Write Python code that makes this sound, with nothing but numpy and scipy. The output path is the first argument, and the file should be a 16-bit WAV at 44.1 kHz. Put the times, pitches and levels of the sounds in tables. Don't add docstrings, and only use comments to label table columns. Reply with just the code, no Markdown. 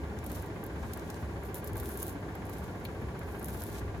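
import sys
import numpy as np
from scipy import signal
from scipy.fft import rfft, irfft
from scipy.io import wavfile
from scipy.ndimage import uniform_filter1d

SR = 44100
rng = np.random.default_rng(int(sys.argv[2]) if len(sys.argv) > 2 else 0)


def dump_mix(stems):
    frames = np.atleast_2d(stems).T
    limited = np.clip(frames, -1, 1)
    pcm = np.round(limited * 32767).astype(np.int16)
    wavfile.write(sys.argv[1], SR, pcm)


N = 176400
TIME_S = np.arange(N) / SR
FREQ_HZ = np.maximum(np.arange(N // 2 + 1) * SR / N, 1)

# start_s, rise_s, hold_s, release_s, crackle_db, rub_db
FINGER_STROKES = [(0.218, 0.09, 0.049, 0.15, -53.5, -56.5), (0.705, 0.095, 0.34, 0.31, -67, -65),
                  (1.437, .015, 0.012, 0.044, -56, -66), (1.542, .012, 0.018, 0.041, -46, -57.5),
                  (1.62, 0.024, 0.051, 0.016, -58, -62.5), (1.745, 0.018, 0.045, 0.019, -56, -58),
                  (1.802, 0.062, 0.081, 0.04, -48.5, -58.5), (1.955, 0.038, 0.1, 0.064, -50.5, -57.5),
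                  (2.435, 0.1, 0.047, 0.23, -60.5, -62.5), (3.24, 0.034, 0.17, 0.05, -63, -72),
                  (3.412, 0.13, 0.072, 0.21, -50.5, -57.5), (3.671, 0.1, .015, 0.045, -62, -57)]
# start_s, level_db, crumble_relative_db, body_relative_db
CRYSTAL_SNAPS = [(0.188, -50, -8, 1.5), (0.2418, -40, -12, -17), (0.263, -39, -4, -14),
                 (0.3167, -37, -12, -9), (0.4237, -43, -12, -20), (0.6385, -42, -5, -18),
                 (0.6637, -43, -8, -15), (0.9343, -38, -2.5, -8.5), (0.9736, -39, -16, -11),
                 (0.995, -52.5, -5, 1), (1.1011, -44.5, -2.5, -1.5), (1.1433, -49, -14, 2.5),
                 (1.4343, -43, -20, -22), (1.5438, -27, -24, -17), (1.6434, -40, -5, -22),
                 (1.674, -37.5, -8, -9), (1.679, -42, -14, -12), (1.732, -40.5, -17, -15),
                 (1.756, -42, -18, -18), (1.768, -37, -6, -16), (1.779, -40, -9, -17),
                 (1.799, -34, -8, -15), (1.857, -46, 2, -7.5), (1.973, -34.5, -6, -22),
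                 (2.0005, -38, -12, -20), (2.0225, -37, -5, -12), (2.0285, -24, -21, -25),
                 (2.066, -32, -16, -23), (2.08, -33.5, -16, -20), (2.0934, -36, -14, -25),
                 (2.352, -47.5, -5, -7), (2.453, -45.5, -8, -11), (2.467, -46.5, -18, -17),
                 (2.4952, -43.5, -4, -17), (2.5342, -42, -14, -6), (2.5835, -44, -14, -12),
                 (2.8418, -48, -8, -20), (2.85, -45, -1, -28), (3.1914, -46.5, -15, -3),
                 (3.2325, -48, -16, -12), (3.3954, -44, -10, -17), (3.428, -40, -10, -21),
                 (3.444, -27, -18, -27), (3.457, -36, -14, -24), (3.484, -39.5, -6, -14),
                 (3.619, -37, -12, -6), (3.637, -32.5, -22, -13)]
# freq_hz, relative_db
CRACKLE_SPECTRUM = [(1000, -42), (3000, -26), (6000, -18), (8500, -6), (10000, -3), (12000, -1),
                    (13400, 1.5), (14300, -3), (16000, -6)]
# freq_hz, relative_db
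RUB_SPECTRUM = [(800, -12), (2700, 14), (4000, 15), (5100, 12.5), (6400, 14.5), (9500, 10.5), (15000, -40)]
# freq_hz, relative_db
TAP_SPECTRUM = [(800, -9), (2600, 4), (3500, -1), (4300, 5), (5100, -18), (12000, -30)]
# freq_hz, density_db_per_hz
DRONE_SPECTRUM = [(20, -78), (31, -79), (45, -66), (62, -64), (125, -65), (147, -70.5), (185, -67),
                  (270, -72), (410, -69.5), (500, -75.5), (800, -77), (1100, -82), (1290, -105.5),
                  (1600, -89), (1850, -92.5), (2150, -87.5), (2700, -95), (5000, -102), (7000, -103),
                  (9000, -116), (16000, -125)]
# centre_hz, half_width_hz, level_db
CABINET_MODES = [(65.5, 6.2, -50), (287.6, 2.3, -57), (334, 8.6, -56.5), (416, 13, -58), (542, 19, -63),
                 (1159, 15, -62.5), (1402, 28, -63.5), (1581, 22, -66), (1714, 51, -64.5),
                 (1898, 18, -67.5)]
# centre_s, width_s, rise_db
BASS_SWELLS = [(.04, 0.018, 5.5), (.85, 0.018, 13.5), (1.25, 0.017, 6), (1.755, 0.042, 9),
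               (3.04, 0.045, 6.5), (3.88, 0.16, 5)]
# pitch_hz, wander_hz, level_db
MOTOR_TONES = [(70.5, 5.08, -46), (98.66, 2.47, -48), (163.5, 2.21, -53.5)]
# freq_hz, density_db_per_hz
CHUFF_SPECTRUM = [(300, -70), (700, -82), (1120, -77.5), (1290, -80.5), (1400, -80), (1600, -77.5),
                  (1800, -85), (2100, -85), (2900, -94), (5000, -106), (9000, -125)]
# freq_hz, density_db_per_hz
HISS_SPECTRUM = [(3000, -120), (8500, -104.5), (13200, -106.5), (16000, -109)]
# freq_hz, correlation
ROOM_CORRELATION = [(60, 0.87), (250, 1), (500, 0.85), (1100, 0.54), (1330, -0.00042), (1600, 0.47),
                    (2000, -0.15), (2700, -0.44), (4000, 0.23), (5200, 0.08), (6200, 0.27), (8000, 0.056)]


def scratching(clump_db=2, clump_rate_hz=38):
    crackle_level, rub_level = 0, 0
    for start_s, rise_s, hold_s, release_s, crackle_db, rub_db in FINGER_STROKES:
        pressure = np.interp(TIME_S, start_s + np.cumsum([0, rise_s, hold_s, release_s]), [0, 1, 1, 0])
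        crackle_level += pressure * from_db(crackle_db)
        rub_level += pressure * from_db(rub_db)
    clumps = unit_rms(from_db(clump_db * drift(clump_rate_hz)))
    grains = fine_fractures() * clumps
    crackle = crackle_level * unit_rms(colour(grains, spectrum_gain(CRACKLE_SPECTRUM)))
    grit = unit_rms(np.sqrt(np.abs(uniform_filter1d(grains ** 2, size=SR // 1000))))
    rub = rub_level * grit * unit_rms(room_noise(spectrum_gain(RUB_SPECTRUM)))
    return from_right(crackle) + rub


def fine_fractures(rate_per_s=8000, spread_db=2.6, ring_s=.0004, low_hz=2000, high_hz=16000):
    onsets = np.flatnonzero(rng.random(N) < rate_per_s / SR)
    pitch_draw, size_draw, phase_cycles = rng.random((N, 3))[onsets].T[:, :, None]
    age_s = TIME_S[:int(5 * ring_s * SR)]
    pitch_hz = low_hz + (high_hz - low_hz) * pitch_draw
    strength = from_db(spread_db * np.minimum(-np.log(1 - size_draw), 4))
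    rings = strength * np.exp(-age_s / ring_s) * np.sin(2 * np.pi * (pitch_hz * age_s + phase_cycles))
    positions = onsets[:, None] + np.arange(len(age_s))
    return unit_rms(np.bincount(positions.ravel(), rings.ravel(), N)[:N])


def snaps(trim_db=.3, delay_s=.0005, crack_decay_s=.0009, crumble_decay_s=.006):
    crack_level, body_level = 0, 0
    for start_s, level_db, crumble_db, body_db in CRYSTAL_SNAPS:
        onset_s = start_s + delay_s
        crumble = from_db(crumble_db) * decay(onset_s, crumble_decay_s)
        envelope = from_db(level_db + trim_db) * (decay(onset_s, crack_decay_s) + crumble)
        crack_level += envelope
        body_level += from_db(body_db) * envelope
    crack = colour(crack_level * rng.choice([-1, 1], N), unit_rms(spectrum_gain(CRACKLE_SPECTRUM)))
    body = body_level * unit_rms(room_noise(spectrum_gain(RUB_SPECTRUM)))
    return from_right(crack) + body


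def tap(start_s=2.8515, knock_db=-41, knock_s=.009, ring_hz=4330, ring_db=-39, ring_s=.0022):
    noise = unit_rms(room_noise(spectrum_gain(TAP_SPECTRUM)))
    knock = from_db(knock_db) * decay(start_s, knock_s) * noise
    ring = from_db(ring_db) * decay(start_s, ring_s) * np.sin(2 * np.pi * ring_hz * (TIME_S - start_s))
    return knock + ring


def stray_ticks(rate_per_s=20, base_db=-62.5, spread_db=4.5, decay_s=.0012):
    sizes = from_db(base_db + spread_db * np.minimum(rng.exponential(1, N), 2.5))
    impulses = sizes * (rng.random(N) < rate_per_s / SR)
    envelope = signal.lfilter([1], [1, -np.exp(-1 / (decay_s * SR))], impulses + 1e-18)
    ticks = colour(envelope * rng.standard_normal(N), unit_rms(spectrum_gain(CRACKLE_SPECTRUM)))
    return from_right(ticks)


def drone(bass_edge_hz=130, bass_trim_db=-1.17, mid_hz=387, mid_width_hz=49):
    mode_power = sum(from_db(2 * level_db) * unit_rms(resonance(centre_hz, half_width_hz)) ** 2
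                     for centre_hz, half_width_hz, level_db in CABINET_MODES)
    sound = room_noise(np.sqrt(density_gain(DRONE_SPECTRUM) ** 2 + mode_power)) + motor_hum()
    bass = colour(sound, 1 / (1 + (FREQ_HZ / bass_edge_hz) ** 8))
    bass_db = bass_trim_db + sum(swell_db(*swell) for swell in BASS_SWELLS)
    mids = colour(sound, np.exp(-((FREQ_HZ - mid_hz) / mid_width_hz) ** 2))
    mids_db = swell_db(centre_s=1.9, width_s=.23, rise_db=5)
    return sound + bass * (from_db(bass_db) - 1) + mids * (from_db(mids_db) - 1)


def motor_hum(throb_db=2.5, throb_rate_hz=7.4, wander_rate_hz=8.64):
    hum = 0
    for pitch_hz, wander_hz, level_db in MOTOR_TONES:
        throb = from_db(throb_db * drift(throb_rate_hz))
        phase_rad = 2 * np.pi * np.cumsum(pitch_hz + wander_hz * drift(wander_rate_hz)) / SR
        hum += from_db(level_db) * unit_rms(throb * np.sin(phase_rad))
    return hum


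def motor_chuffs(rate_per_s=15.08, first_s=.028, attack_s=.007, decay_s=.032,
                 jitter_s=.003, spread_db=.9):
    envelope = np.zeros(N)
    for start_s in np.arange(first_s, N / SR, 1 / rate_per_s):
        age_s = TIME_S - start_s - jitter_s * rng.standard_normal()
        strength = from_db(spread_db * rng.standard_normal())
        active = (age_s > 0) & (age_s < .15)
        rise = np.minimum(age_s[active] / attack_s, 1)
        fall = np.exp(-np.maximum(age_s[active] - attack_s, 0) / decay_s)
        envelope[active] += strength * rise * fall
    return envelope * room_noise(density_gain(CHUFF_SPECTRUM))


def high_hiss(waver_db=.8, waver_rate_hz=5):
    noise = colour(rng.standard_normal(N), density_gain(HISS_SPECTRUM))
    return lag_left(noise * from_db(waver_db * drift(waver_rate_hz)))


def from_right(sound, scatter_db=-16.5, scatter_decay_s=.0042, gap_s=.001):
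    age_s = TIME_S[:SR // 40]
    walls = rng.standard_normal((2, len(age_s))) * np.exp(-age_s / scatter_decay_s) * (age_s > gap_s)
    walls /= np.sqrt(np.sum(walls ** 2, axis=1, keepdims=True))
    scatter = signal.fftconvolve(sound[None], walls, axes=1)[:, :N]
    return lag_left(sound) + from_db(scatter_db) * scatter


def lag_left(sound, lag_s=13 / SR):
    return np.array([np.interp(TIME_S - lag_s, TIME_S, sound), sound])


def room_noise(gain):
    correlation = np.clip(over_log_freq(ROOM_CORRELATION), -.99, .99)
    mid = colour(rng.standard_normal(N), gain * np.sqrt((1 + correlation) / 2))
    side = colour(rng.standard_normal(N), gain * np.sqrt((1 - correlation) / 2))
    return np.array([mid + side, mid - side])


def decay(start_s, decay_s):
    envelope, onset = np.zeros(N), int(start_s * SR)
    tail = envelope[onset:onset + SR // 10]
    tail[:] = np.exp(-TIME_S[:len(tail)] / decay_s)
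    return envelope


def swell_db(centre_s, width_s, rise_db):
    return rise_db * np.exp(-((TIME_S - centre_s) / width_s) ** 2)


def drift(rate_hz):
    return unit_rms(colour(rng.standard_normal(N), resonance(0, rate_hz)))


def resonance(centre_hz, half_width_hz):
    return 1 / (1 + ((FREQ_HZ - centre_hz) / half_width_hz) ** 2)


def colour(sound, gain):
    return irfft(rfft(sound) * gain, N)


def density_gain(table):
    return spectrum_gain(table) * np.sqrt(SR / 2)


def spectrum_gain(table):
    return from_db(over_log_freq(table))


def over_log_freq(table):
    freq_hz, values = np.transpose(table)
    return np.interp(np.log(FREQ_HZ), np.log(freq_hz), values)


def from_db(level_db):
    return 10 ** (np.asarray(level_db) / 20)


def unit_rms(values):
    return values / np.sqrt(np.mean(values ** 2) + 1e-20)


def scene():
    freezer = high_hiss() + drone() + motor_chuffs()
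    frost = scratching() + snaps() + stray_ticks() + tap()
    return freezer + frost


def record(dry, low_cut_hz=44, high_cut_hz=15900):
    high_passed = colour(dry, 1 / np.sqrt(1 + (low_cut_hz / FREQ_HZ) ** 8))
    low_pass = signal.ellip(10, .2, 80, high_cut_hz, fs=SR, output="sos")
    return signal.sosfilt(low_pass, high_passed)


dry = scene()
out = record(dry)
dump_mix(out)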